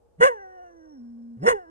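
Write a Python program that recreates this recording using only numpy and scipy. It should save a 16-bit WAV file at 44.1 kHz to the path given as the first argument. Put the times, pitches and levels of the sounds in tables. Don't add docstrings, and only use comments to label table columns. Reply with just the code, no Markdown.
import sys
import numpy as np
from scipy import signal
from scipy.fft import rfft, irfft, next_fast_len
from scipy.io import wavfile
from scipy.ndimage import uniform_filter1d, minimum_filter1d

SR = 44100
rng = np.random.default_rng(int(sys.argv[2]) if len(sys.argv) > 2 else 0)


def file_out(sig):
    cols = np.atleast_2d(sig).T
    lim = np.clip(cols, -1, 1)
    pcm = np.round(lim * 32767).astype(np.int16)
    wavfile.write(sys.argv[1], SR, pcm)


N = 74970
T = np.arange(N) / SR
FFT_SIZE = 2 * next_fast_len(N)
HZ = np.maximum(np.arange(FFT_SIZE // 2 + 1) * SR / FFT_SIZE, 1)


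def from_db(db):
    return 10 ** (np.asarray(db) / 20)


def unit_rms(x):
    return x / np.sqrt(np.mean(x ** 2) + 1e-20)


def at_hz(curve, hz):
    freq_hz, value = np.transpose(curve)
    return np.interp(np.log(hz), np.log(freq_hz), value)


def filtered(x, response):
    return irfft(rfft(x, FFT_SIZE) * response)[..., :N]


def noise(colour_db, pulsing=1):
    return unit_rms(filtered(rng.standard_normal(N) * pulsing, from_db(colour_db)))


def drift(rate_hz):
    return noise(-20 * np.log10(1 + (HZ / rate_hz) ** 2))


def phase_of(hz):
    return 2 * np.pi * np.cumsum(hz) / SR


# freq_hz, relative_db
NIGHT_COLOUR = [(20, -19), (40, -9), (65, -0.5), (125, -17), (230, -18), (500, -11), (1000, -26),
                (2000, -41), (4000, -43.5), (8500, -41), (15000, -53)]
def night_rumble(level_db=-65.5):
    return from_db(level_db) * noise(at_hz(NIGHT_COLOUR, HZ))


# freq_hz, relative_db
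RING_COLOUR = [(250, -38), (400, -20.5), (470, 3), (540, -17.5), (720, -24.5), (850, -8), (950, -32),
               (1140, -23), (1400, -45), (4000, -73)]
def distant_ring(level_db=-67.5, t60_s=3.9):
    return from_db(level_db - 60 * T / t60_s) * noise(at_hz(RING_COLOUR, HZ))


# freq_hz, gain_db
OPEN_THROAT = [(200, -34), (400, -19), (560, -8.5), (720, 0), (950, -3.5), (1130, 7), (1280, -9.5),
               (1450, -1), (1650, 0), (1780, -1.5), (1950, -0.5), (2250, -11), (2520, -24.5), (2850, -12.5),
               (3100, -28), (3400, -19.5), (4300, -30.5), (5100, -29.5), (5700, -29), (6700, -19),
               (7700, -29.5), (8900, -21.5), (11000, -35.5), (15500, -41)]
# freq_hz, gain_db
HOWL_MOUTH = [(460, 8), (600, -3), (740, 4), (930, 7), (1020, -5.5), (1100, -16.5), (1260, -15.5),
              (1450, -4.5), (1620, 3), (1780, -8), (1930, -3.5), (2200, -31), (2550, -32), (2870, -20.5),
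              (3250, -42.5), (4500, -50.5), (6000, -31.5)]
# freq_hz, gain_db
RASP_COLOUR = [(60, -12.5), (200, -3.5), (500, 8.5), (900, -3), (1600, 1), (3000, 0), (15000, 0.5)]
WAVER_DEPTH, WAVER_HZ = .008, 35
JITTER_DEPTH, SHIMMER_DB, JITTER_HZ = .07, 2.5, 223
FLUTTER_DB, FLUTTER_HZ = 2.5, 25.03
CHEST_HZ, MOUTH_RANGE_DB, RASP_PULSE_DEPTH = 720, 13.5, 0.59
def voice(gesture, fall_db_per_octave, chest_db, mouth_opens_db):
    time_s, *columns = np.transpose(gesture)
    pitch_hz, fundamental_db, overtones_db, roughness = [np.interp(T, time_s, c) for c in columns]
    roughness = np.clip(roughness, 0, .95)
    gate = np.clip(np.minimum(T - time_s[0], time_s[-1] - T) / .004 + 1, 0, 1)
    openness = np.clip((overtones_db - mouth_opens_db) / MOUTH_RANGE_DB, 0, 1)
    phase = phase_of(pitch_hz * (1 + WAVER_DEPTH * drift(WAVER_HZ)))
    jitter = phase_of(pitch_hz * JITTER_DEPTH * roughness * drift(JITTER_HZ))
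    overtones, power = 0, 0
    for harmonic in range(2, 13):
        hz = harmonic * pitch_hz
        mouth_db = openness * at_hz(OPEN_THROAT, hz) + (1 - openness) * at_hz(HOWL_MOUTH, hz)
        low_lift_db = chest_db * np.exp(-(hz / CHEST_HZ) ** 2)
        gain = from_db(mouth_db - fall_db_per_octave * np.log2(harmonic) + low_lift_db)
        flicker = np.interp(T * FLUTTER_HZ, np.arange(200), rng.standard_normal(200))
        partial = np.cos(harmonic * (phase + jitter) + rng.uniform(0, np.pi))
        overtones += gain * from_db(FLUTTER_DB * flicker) * partial
        power += gain ** 2 / 2
    rasp_db = at_hz(OPEN_THROAT, HZ) + at_hz(RASP_COLOUR, HZ) + chest_db * np.exp(-(HZ / CHEST_HZ) ** 2)
    rasp = noise(rasp_db, pulsing=1 + RASP_PULSE_DEPTH * np.cos(phase))
    edge = np.sqrt((1 - roughness ** 2) / power) * overtones + roughness * rasp
    shimmer = from_db(SHIMMER_DB * roughness * drift(JITTER_HZ))
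    fundamental = np.sqrt(2 * shimmer) * np.sin(phase + .35 * jitter)
    return gate * (from_db(fundamental_db) * fundamental + from_db(overtones_db) * shimmer * edge)


# time_s, pitch_hz, fundamental_db, overtones_db, roughness (0-1)
GRUNT_GESTURES = [
    [(.183, 145, -54.5, -68.5, .9), (.194, 165.2, -42, -55.5, 0.8), (.203, 173, -31, -40, 0.7),
     (.22, 204, -54.5, -45.5, .8)],
    [(1.37, 115.1, -51.5, -66.5, 0.8), (1.412, 129.8, -38, -48.5, 0.2), (1.435, 177.6, -31, -34.5, .75),
     (1.458, 218.9, -31, -30.5, 0.6), (1.472, 220, -53.5, -44.5, .7)],
]
def grunts():
    return sum(voice(gesture, fall_db_per_octave=4, chest_db=25.5, mouth_opens_db=-42.5)
               for gesture in GRUNT_GESTURES)


# time_s, pitch_hz, fundamental_db, overtones_db, roughness (0-1)
FIRST_YIP = [(.204, 430.2, -39.5, -38, .8), (.211, 463.6, -22.5, -23.5, 0.57), (.23, 482.7, -10, -13, 0.41),
             (.24, 515.6, -12.5, -13, .65), (.252, 534.2, -13.5, -16, .6), (.274, 571.3, -21.5, -14.5, .17),
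             (.286, 535.7, -22.5, -20.5, .25), (.298, 498, -24.5, -33, 0.26),
             (.322, 464.5, -35.5, -30.5, .05), (.35, 442, -42.5, -41, 0.05),
             (.39, 396.6, -52.5, -41.5, 0.01), (.48, 375.3, -57, -45, 0.04), (.67, 353, -61.5, -48.5, 0.06),
             (.75, 333.9, -54, -61, .05), (.91, 305.6, -50, -59, .05), (1.0, 243, -43, -65, .05),
             (1.06, 235.4, -43.5, -66.5, .05), (1.36, 232.6, -42.5, -70.5, .05),
             (1.39, 207.2, -49.5, -73, .05)]
# time_s, pitch_hz, fundamental_db, overtones_db, roughness (0-1)
SECOND_YIP = [(1.455, 420.5, -37, -39, .7), (1.466, 469.2, -22, -20, .45), (1.482, 481.7, -11, -17.5, 0.67),
              (1.497, 504, -26, -16.5, .9), (1.512, 495.2, -23.5, -22, 0.57), (1.528, 471, -24, -27, .5),
              (1.541, 429.6, -25, -35, 0.068), (1.58, 389.6, -45, -40, .03), (1.62, 353.7, -61, -48, 0.039),
              (1.665, 324.6, -58, -54, .03), (1.7, 326, -50, -54.5, 0.028)]
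def yips_and_howls():
    return sum(voice(gesture, fall_db_per_octave=4.5, chest_db=0, mouth_opens_db=-31)
               for gesture in (FIRST_YIP, SECOND_YIP))


# time_s, pitch_hz, level_db
WHISTLE_PATH = [(0.322, 5900, -71.5), (.55, 5700, -78), (.66, 5930, -80), (.92, 5614, -71.5),
                (1.05, 5350, -81), (1.39, 5250, -90), (1.43, 5100, -59), (1.459, 5320, -61),
                (1.472, 5400, -35), (1.49, 5590, -60), (1.539, 5400, -77.5), (1.7, 5400, -86)]
def whistle(width_hz=90):
    time_s, pitch_hz, level_db = np.transpose(WHISTLE_PATH)
    phase = phase_of(np.interp(T, time_s, pitch_hz))
    tone = drift(width_hz) * np.cos(phase) + drift(width_hz) * np.sin(phase)
    return (T > time_s[0]) * from_db(np.interp(T, time_s, level_db)) * unit_rms(tone)


def scatter(x, t60_s, build_s, gain_db):
    tail = rng.standard_normal(N) * (1 - np.exp(-T / build_s)) * from_db(-60 * T / t60_s)
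    return filtered(x, rfft(unit_rms(tail) / np.sqrt(N), FFT_SIZE) * from_db(gain_db))


# freq_hz, gain_db
ECHO_COLOUR = [(100, -17.5), (300, -5.5), (420, -5), (540, 0.5), (800, -0.5), (1000, -12.5), (1150, -5.5),
               (1400, -8), (1800, -13), (2400, -29), (3000, -23.5), (8000, -14), (15000, -24)]
def land_echo(coyote, send_db=-38):
    return scatter(coyote, t60_s=3.2, build_s=0.085, gain_db=send_db + at_hz(ECHO_COLOUR, HZ))


# freq_hz, relative_db
THUD_COLOUR = [(20, -2.5), (55, 0), (110, -8), (200, -16.5), (400, -31), (1500, -94)]
def thud(start_s=1.492, level_db=-39.5, attack_s=0.0037, decay_s=0.035):
    age_s = np.maximum(T - start_s, 0)
    puff = np.array([noise(at_hz(THUD_COLOUR, HZ)) for _ in range(2)])
    return from_db(level_db) * puff * (1 - np.exp(-age_s / attack_s)) * np.exp(-age_s / decay_s)


# freq_hz, left_lead_rad
STEREO_PHASE = [(100, 0.5), (250, -1), (480, -1.6), (860, -3), (1250, -3.5), (1800, -4), (2600, -4),
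                (2850, -6), (3200, -11), (3900, -9), (5400, -10.5), (6100, -8.5), (7900, -7), (9400, -5.5),
                (11000, -3.5), (12800, -3), (14000, -0.5)]
# freq_hz, left_minus_right_db
STEREO_BALANCE = [(100, 1), (240, 0.5), (340, -8.5), (490, -3), (620, 0), (1600, 1), (2700, -3), (6000, .5)]
def microphone_ports(x):
    left = from_db(at_hz(STEREO_BALANCE, HZ) / 2) * np.exp(.5j * at_hz(STEREO_PHASE, HZ))
    return filtered(x, np.array([left, 1 / left]))


def scene():
    coyote = yips_and_howls() + whistle() + grunts()
    ground = scatter(coyote, t60_s=0.22, build_s=0.0072, gain_db=-22)
    mid, side = [land_echo(coyote) + distant_ring() + night_rumble() for _ in range(2)]
    ambience = 0.77 * mid + 0.78 * side * np.array([[1], [-1]])
    return microphone_ports(coyote + ground) + thud() + ambience


CEILING, LIMITER_S, CUTOFF_HZ = .88, .004, 16100
def record(dry):
    window = int(LIMITER_S * SR)
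    allowed_gain = CEILING / np.maximum(np.abs(dry).max(axis=0), CEILING)
    gain = uniform_filter1d(minimum_filter1d(allowed_gain, window), window)
    high_cut = signal.cheby2(12, 70, CUTOFF_HZ, fs=SR, output="sos")
    return signal.sosfilt(high_cut, dry * gain)


dry = scene()
out = record(dry)
file_out(out)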